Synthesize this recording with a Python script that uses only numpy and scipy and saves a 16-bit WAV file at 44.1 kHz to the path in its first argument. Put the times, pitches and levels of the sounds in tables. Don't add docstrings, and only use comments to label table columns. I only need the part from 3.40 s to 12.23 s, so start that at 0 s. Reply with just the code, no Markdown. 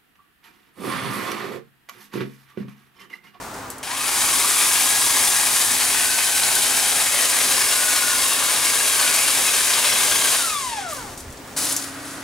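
import sys
import numpy as np
from scipy import signal
from scipy.fft import rfft, irfft
from scipy.io import wavfile

SR = 44100
rng = np.random.default_rng(int(sys.argv[2]) if len(sys.argv) > 2 else 0)


def pcm_store(signal):
    levels = np.round(np.clip(np.atleast_2d(signal), -1, 1) * 32767)
    wavfile.write(sys.argv[1], SR, levels.astype(np.int16).T)


N = 389403
T = np.arange(N) / SR
HZ = np.maximum(np.fft.rfftfreq(N, 1 / SR), 1)

# frequency in Hz, relative level in dB.
TRIM_AIR = [(15, -37), (25, 3.5), (103, -2), (163, -4), (264, 1), (354, -2.5), (879, -2.5), (1210, -4),
            (1760, -7.5), (3010, -15.5), (9270, -19), (12100, -28), (15000, -21)]
RAKE_AIR = [(15, -55), (25, -29), (115, -18), (176, -14.5), (278, -9), (344, -12), (438, -16), (673, -11),
            (903, -15), (1280, -11), (2780, -21), (9770, -30), (15000, -39)]
# frequency in Hz, level in dB.
TRIM_DRONE = [(100, -59.5), (132, -58), (264, -51), (398, -56.5), (878, -62)]
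RAKE_DRONE = [(100, -55), (132, -53.5), (274.5, -43.5), (301.5, -49), (1260, -57), (1502, -51), (1911, -52)]
# start in seconds, hold in seconds, level in dB.
GUSTS = [(7.24, .08, -50), (7.56, .25, -45.5), (7.85, .04, -38.5), (8.05, .75, -56)]
# frequency in Hz, left minus right in dB,
# phase lead of the left in radians.
CAPSULES = [(60, -11, 0), (260, 2, 1), (650, 2.5, 0.7), (1300, 3, 0.69), (2400, 3, 0.47), (6500, 2.5, 0.52),
            (9500, 2, 0.43), (12000, 4.5, 0.39)]
# start in seconds, level in dB.
RUSTLES = [(0, -42), (.13, -48.5), (7.48, -35), (7.66, -53), (7.77, -55), (8.08, -51)]
# start in seconds, level in dB, decay in seconds,
# centre in Hz.
TWIGS = [(.302, -22, 0.0015, 11200), (.303, -34, .02, 9500), (.382, -35, .008, 9500),
         (1.047, -22, .006, 7000), (2.74, -26, 0.0065, 7000), (2.805, -20.5, .015, 1980),
         (2.964, -23, .008, 8500), (3.034, -17, 0.013, 4204), (3.152, -16, 0.0078, 9000),
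         (3.222, -19, .008, 8000), (4.561, -22, 0.0075, 6000), (5.676, -17.5, 0.0098, 3220),
         (5.891, -28, 0.0067, 6000), (6.336, -17, .008, 4000), (7.532, -29, 0.0058, 11000),
         (7.566, -32, .006, 7950), (7.776, -34.5, .018, 8100), (7.802, -36, .012, 9000),
         (7.903, -42, .008, 8000), (7.925, -39, .01, 8500), (7.972, -39, .008, 6000),
         (8.075, -43, .01, 8000)]
# frequency in Hz, relative level in dB.
EARTH_SPECTRUM = [(150, -27), (300, -3), (600, -6), (850, -5), (1500, -6), (2100, -6), (3200, -4),
                  (5000, 0.5), (8700, 1.5), (10500, 3), (12000, -8), (15000, -9)]
# start, attack and hold in seconds,
# relative level in dB.
RAKE_STROKES = [(8.157, 0.016, .12, -26), (8.58, 0.095, .08, -44)]
# start in seconds, level in dB, decay in seconds, centre and width in Hz.
TINES = [(8.174, -20, .008, 8800, 5000), (8.252, -20, .006, 9400, 6000), (8.324, -18, 0.0085, 9500, 4500),
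         (8.365, -18.5, .007, 6500, 1400), (8.364, -18, .006, 10000, 7000)]
# time in seconds, rate at full speed in Hz.
POWERED_MESH = [(1.3, 1650), (2.15, 1665), (2.55, 1495), (2.75, 1535), (3.15, 1520), (3.45, 1620),
                (3.75, 1655), (4.1, 1590), (4.3, 1475), (4.75, 1455), (5.02, 1365), (5.3, 1624),
                (5.52, 1625), (5.67, 1440), (5.95, 1545), (6.4, 1511), (6.72, 1620), (6.96, 1560)]
# frequency in Hz, gain in dB.
CASE_SPECTRUM = [(200, -32), (450, -13), (650, 1.5), (810, 4), (920, 5), (1130, 3.5), (1350, 2.5),
                 (1550, -0.5), (1900, -6), (2400, -12), (2850, -6), (3400, 6.5), (4200, 2), (6500, -22)]
# centre in Hz, width in Hz, strength in dB.
CASE_MODES = [(624, 97, 1), (815, 35, 3), (1020, 78, -5), (1190, 60, 8), (1360, 45, 4), (1458, 37, 8.5),
              (1536, 35, 7), (1650, 56, 6.5), (2450, 590, 14)]
# start in seconds, hold in seconds,
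# rise of the whine in dB.
PULLS = [(0.483, 0.028, 16), (1.263, 0.78, 6.5), (2.528, 0.62, 5.5), (4.28, 0.48, 7), (5.3, 0.36, 7),
         (6.598, .25, 9.5)]
# frequency in Hz, relative level in dB.
STEEL_SPECTRUM = [(100, -48), (250, -9), (450, -6.5), (750, -1.5), (1100, -0.5), (1900, -2.5), (4400, -2.5),
                  (5900, -1), (7000, 1.5), (8600, 3), (9800, 4.5), (10800, 1.5), (12000, -4.5),
                  (15000, -11)]
# centre in Hz, width in Hz, strength in dB.
HOUSING_MODES = [(825, 30, -4), (1607, 180, -5), (3120, 270, -10.5), (3870, 83, 1.5), (4820, 640, -11)]
# time in seconds, relative levels of hiss and clatter in dB.
BLADE_LEVELS = [(.9, -19, -27), (2.4, -20, -27.5), (2.65, -21, -28), (3.6, -20.5, -27), (4.3, -20.5, -26.5),
                (5.2, -22, -27), (5.5, -20.5, -26), (6.96, -20.5, -25)]
# time in seconds,
# full-speed levels of housing and blade bar in dB.
RING_LEVELS = [(.6, -35, -34), (1.2, -33.5, -34.5), (2.6, -44, -43), (3.4, -48, -35.5), (4.7, -37.5, -43),
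               (5.7, -37.5, -35), (6.5, -50, -37)]
# time in seconds, delay in milliseconds.
GROUND_DELAY = [(.5, 1.22), (1.1, 0.77), (1.5, 1.06), (2.4, 1.04), (3.6, 1.41), (4, 1.82)]

ON_S, OFF_S, RAKE_S = .428, 6.96, 8.163


def undb(db):
    return 10 ** (np.asarray(db) / 20)


def unit(x):
    return x / np.sqrt(np.mean(x ** 2))


def curve(rows):
    s, *columns = np.transpose(rows)
    return [np.interp(T, s, c) for c in columns]


def over_hz(rows):
    hz, *columns = np.transpose(rows)
    return [np.interp(np.log(HZ), np.log(hz), c) for c in columns]


def shape(x, gain):
    return irfft(rfft(x) * gain, N)


def resonance(hz, width):
    return 1 / (1 + 1j * (HZ ** 2 - hz ** 2) / (HZ * width))


def radiation(spectrum, modes):
    peaks = sum(undb(db) * abs(resonance(hz, width)) ** 2 for hz, width, db in modes)
    return undb(over_hz(spectrum)[0]) * (1 + peaks)


def lowpass(hz):
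    return 1 / np.sqrt(1 + (HZ / hz) ** 4)


def noise():
    return rng.standard_normal(N)


def walk(hz):
    return unit(shape(noise(), lowpass(hz)))


def after(s):
    return np.clip((T - s) / 0.0016, 0, 1)


def swell(start, attack, hold, release):
    decaying = np.maximum(T - start - attack - hold, 0)
    return np.clip((T - start) / attack, 0, 1) * np.exp(-decaying / release)


def grains(rate, spread_db):
    sizes = undb(spread_db * np.minimum(rng.exponential(size=N), np.pi))
    return unit((rng.random(N) < rate / SR) * sizes * np.sign(noise()))


def burst(s, db, decay, hz, width):
    age = T[:SR // 4]
    ring = signal.iirpeak(min(hz, .4 * SR), hz / min(width, .3 * SR), fs=SR)
    crack = signal.lfilter(*ring, signal.lfilter(*ring, rng.standard_normal(len(age))))
    softened = unit(signal.lfilter(*signal.butter(2, 12000, fs=SR), crack))
    return np.pad(softened * np.exp(-age / decay) * undb(db), (int(s * SR), N))[:N]


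def air(spectrum, db, spread=0.36):
    gain = undb(over_hz(spectrum)[0]) * (1 - lowpass(29))
    mid, side = (unit(shape(noise(), gain)) for _ in range(2))
    side = shape(side, spread * (0.1 + 1.5 * HZ / (HZ + 450)))
    return (mid + side * np.array([[1], [-1]])) * undb(db + 1.6 * walk(0.99))


def far_machine(partials):
    hum = 0
    for hz, db in partials:
        phase = 2 * np.pi * np.cumsum(hz * (1 + 0.00399 * walk(7.9))) / SR
        hum = hum + np.sqrt(2) * undb(db + 0.5 * walk(12)) * np.sin(phase)
    return hum


def ebb(x, boost_db=5.5, fall_db_per_s=1.05):
    band = shape(x, abs(resonance(1060, width=1100)) ** 2)
    return x + band * (undb(boost_db - fall_db_per_s * T) - 1)


def gusts():
    wind = sum(undb(db) * swell(s, .05, hold, release=0.034) for s, hold, db in GUSTS)
    return unit(shape(noise(), resonance(64, width=60) * lowpass(139.5))) * wind


def garden(x, scatter_db=-7, decay_s=0.034):
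    balance_db, lead = over_hz(CAPSULES)
    log_ratio = np.log(undb(balance_db)) + 1j * lead
    direct = shape(x, np.exp(np.array([[1], [-1]]) * log_ratio / 2))
    tails = rng.standard_normal((2, N)) * np.exp(-T / decay_s) * after(0.0033)
    tails /= np.sqrt(np.sum(tails ** 2, axis=1, keepdims=True))
    drift_s = .0004 * walk(.7)
    moving = np.interp(T - drift_s, T, x)
    return direct + undb(scatter_db) * shape(moving, rfft(tails) * lowpass(12000))


def foliage():
    leaf_band = resonance(11000, width=9000) * lowpass(8500) ** 2
    rustle = unit(shape(grains(rate=3000, spread_db=3.0), leaf_band))
    shaking = sum(undb(db) * swell(s, attack=0.011, hold=0.033, release=0.13) for s, db in RUSTLES)
    twigs = sum(burst(s, db, decay, hz, width=0.9 * hz) for s, db, decay, hz in TWIGS)
    return rustle * shaking * (1 - after(RAKE_S)) + twigs


def rake(scrape_db=3.0, judder_db=1.4):
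    grit = grains(rate=6800, spread_db=-1.5) + .5 * noise()
    pull = sum(undb(db) * swell(s, attack, hold, release=0.12) for s, attack, hold, db in RAKE_STROKES)
    scrape = unit(shape(grit, undb(over_hz(EARTH_SPECTRUM)[0])))
    scrape = scrape * pull * undb(scrape_db + judder_db * walk(50))
    return scrape * after(RAKE_S) + sum(burst(*row) for row in TINES)


def motor(spin_up_s=.195, slack_s=.06, coast_s=1.013):
    running, coasting = np.maximum(T - ON_S, 0), np.maximum(T - OFF_S, 0)
    slack = 1 - np.exp(-coasting / slack_s)
    speed = 1 - .64 * np.exp(-running / spin_up_s) - .053 * slack - coasting / coast_s
    return np.clip(speed, 1e-6, 1), slack


def gears(mesh_hz, speed, slack, crank, whine_db=-48, coast_boost_db=13.5, flutter_db=2.5):
    jitter = np.where(T < OFF_S, 0.01213, 0.0092)
    hz = mesh_hz * (1 + jitter * walk(100))
    phase = 2 * np.pi * np.cumsum(hz) / SR
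    case = radiation(CASE_SPECTRUM, CASE_MODES)
    tone = 0
    for k, db in enumerate([0, -5.5, -9, -14], 1):
        tone = tone + np.sin(k * phase) * np.interp(k * hz, HZ, case) * undb(db + flutter_db * walk(39))
    throb = .3 * np.cos(crank) + .35 * np.cos(2 * crank) + .2 * np.cos(4 * crank)
    load = 1 - .6 * slack
    pull_db = sum(db * swell(s, 0.022, hold, release=0.03) for s, hold, db in PULLS)
    return tone * (1 + load * throb) * undb(whine_db + coast_boost_db * slack + pull_db) * speed ** 0.67


def tool_vibration(mesh_hz, speed, slack, strokes, shaft_db=-50, coast_db=-18):
    housing_db, bar_db = curve(RING_LEVELS)
    rings = 0
    for hz, width, db in [(1100, 285, housing_db), (2366, 510, bar_db)]:
        band = unit(shape(noise() * strokes, resonance(hz, width) ** 2))
        rings = rings + band * undb(db + 2.5 * walk(25.6))
    shaft = np.sin(2 * np.pi * np.cumsum(mesh_hz / 4) / SR)
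    return (rings + shaft * undb(shaft_db)) * speed ** 1.58 * undb(coast_db * slack)


def ground_reflection(x, strength=0.32):
    delay_s = curve(GROUND_DELAY)[0] / 1000
    return strength * np.interp(T - delay_s, T, shape(x, lowpass(1270)))


def steel_modes(contacts, count=18, width_hz=70):
    knots = np.arange(0, T[-1] + 1, 0.1)
    ringing = 0
    for hz in np.geomspace(1800, 6500, count) * rng.uniform(.96, 1.04, count):
        mode = signal.lfilter(*signal.iirpeak(hz, hz / width_hz, fs=SR), contacts)
        levels_db = rng.uniform(-14.5, 16, len(knots))
        ringing = ringing + mode * np.interp(T, knots, undb(levels_db))
    return unit(ringing)


def blades(speed, slack, strokes, jolt_db=-34, rattle_db=1.44, coast_db=-6):
    hiss_db, clatter_db = curve(BLADE_LEVELS)
    jolt = undb(jolt_db) * swell(ON_S, attack=.002, hold=0, release=.06)
    contacts = (grains(rate=9000, spread_db=2.5) + 0.77 * noise()) * strokes
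    body = radiation(STEEL_SPECTRUM, HOUSING_MODES)
    low = lowpass(4750) ** 2
    hiss = unit(shape(contacts, body * (1 - low)))
    dull = np.clip(2.2 * slack * (1 - speed), 0, 1)
    hiss = (1 - dull) * hiss + dull * unit(shape(hiss, lowpass(11000) ** 2))
    hiss = hiss * np.hypot(undb(hiss_db - 0.47) * speed ** 3.17, jolt)
    clatter = .92 * unit(shape(contacts, body * low)) + .42 * steel_modes(contacts)
    clatter_gain = undb(clatter_db + coast_db * slack + rattle_db * walk(41)) * speed ** 1.57
    clatter = clatter * np.hypot(clatter_gain, jolt)
    return hiss + clatter + ground_reflection(clatter)


def trimmer(beat_depth=0.037, snag_db=0.72, stall_speed=0.19):
    speed, slack = motor()
    mesh_hz = curve(POWERED_MESH)[0] * speed
    crank = 2 * np.pi * np.cumsum(mesh_hz / 72) / SR
    beat = np.cos(4 * crank) + 0.85 * np.cos(2 * crank) + 0.25 * np.cos(crank)
    strokes = (1 + beat_depth * beat) * undb(snag_db * walk(24))
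    turning = after(ON_S) * np.minimum(speed / stall_speed, 1) ** 2
    chatter = blades(speed, slack, strokes) + tool_vibration(mesh_hz, speed, slack, strokes)
    return (chatter + gears(mesh_hz, speed, slack, crank)) * turning


def scene():
    raking = after(RAKE_S)
    behind_trimmer = ebb(air(TRIM_AIR, db=-39.5) + far_machine(TRIM_DRONE))
    behind_rake = air(RAKE_AIR, db=-36) + far_machine(RAKE_DRONE)
    background = (1 - raking) * behind_trimmer + raking * behind_rake
    return garden(trimmer() + foliage() + rake()) + background + gusts()


def record(dry):
    mid = dry.mean(axis=0)
    narrowed = mid + shape(dry - mid, np.clip((12500 - HZ) / 2500, 0, 1))
    return signal.sosfilt(signal.ellip(10, .2, 80, 15700, fs=SR, output="sos"), narrowed)


dry = scene()
out = record(dry)
pcm_store(out)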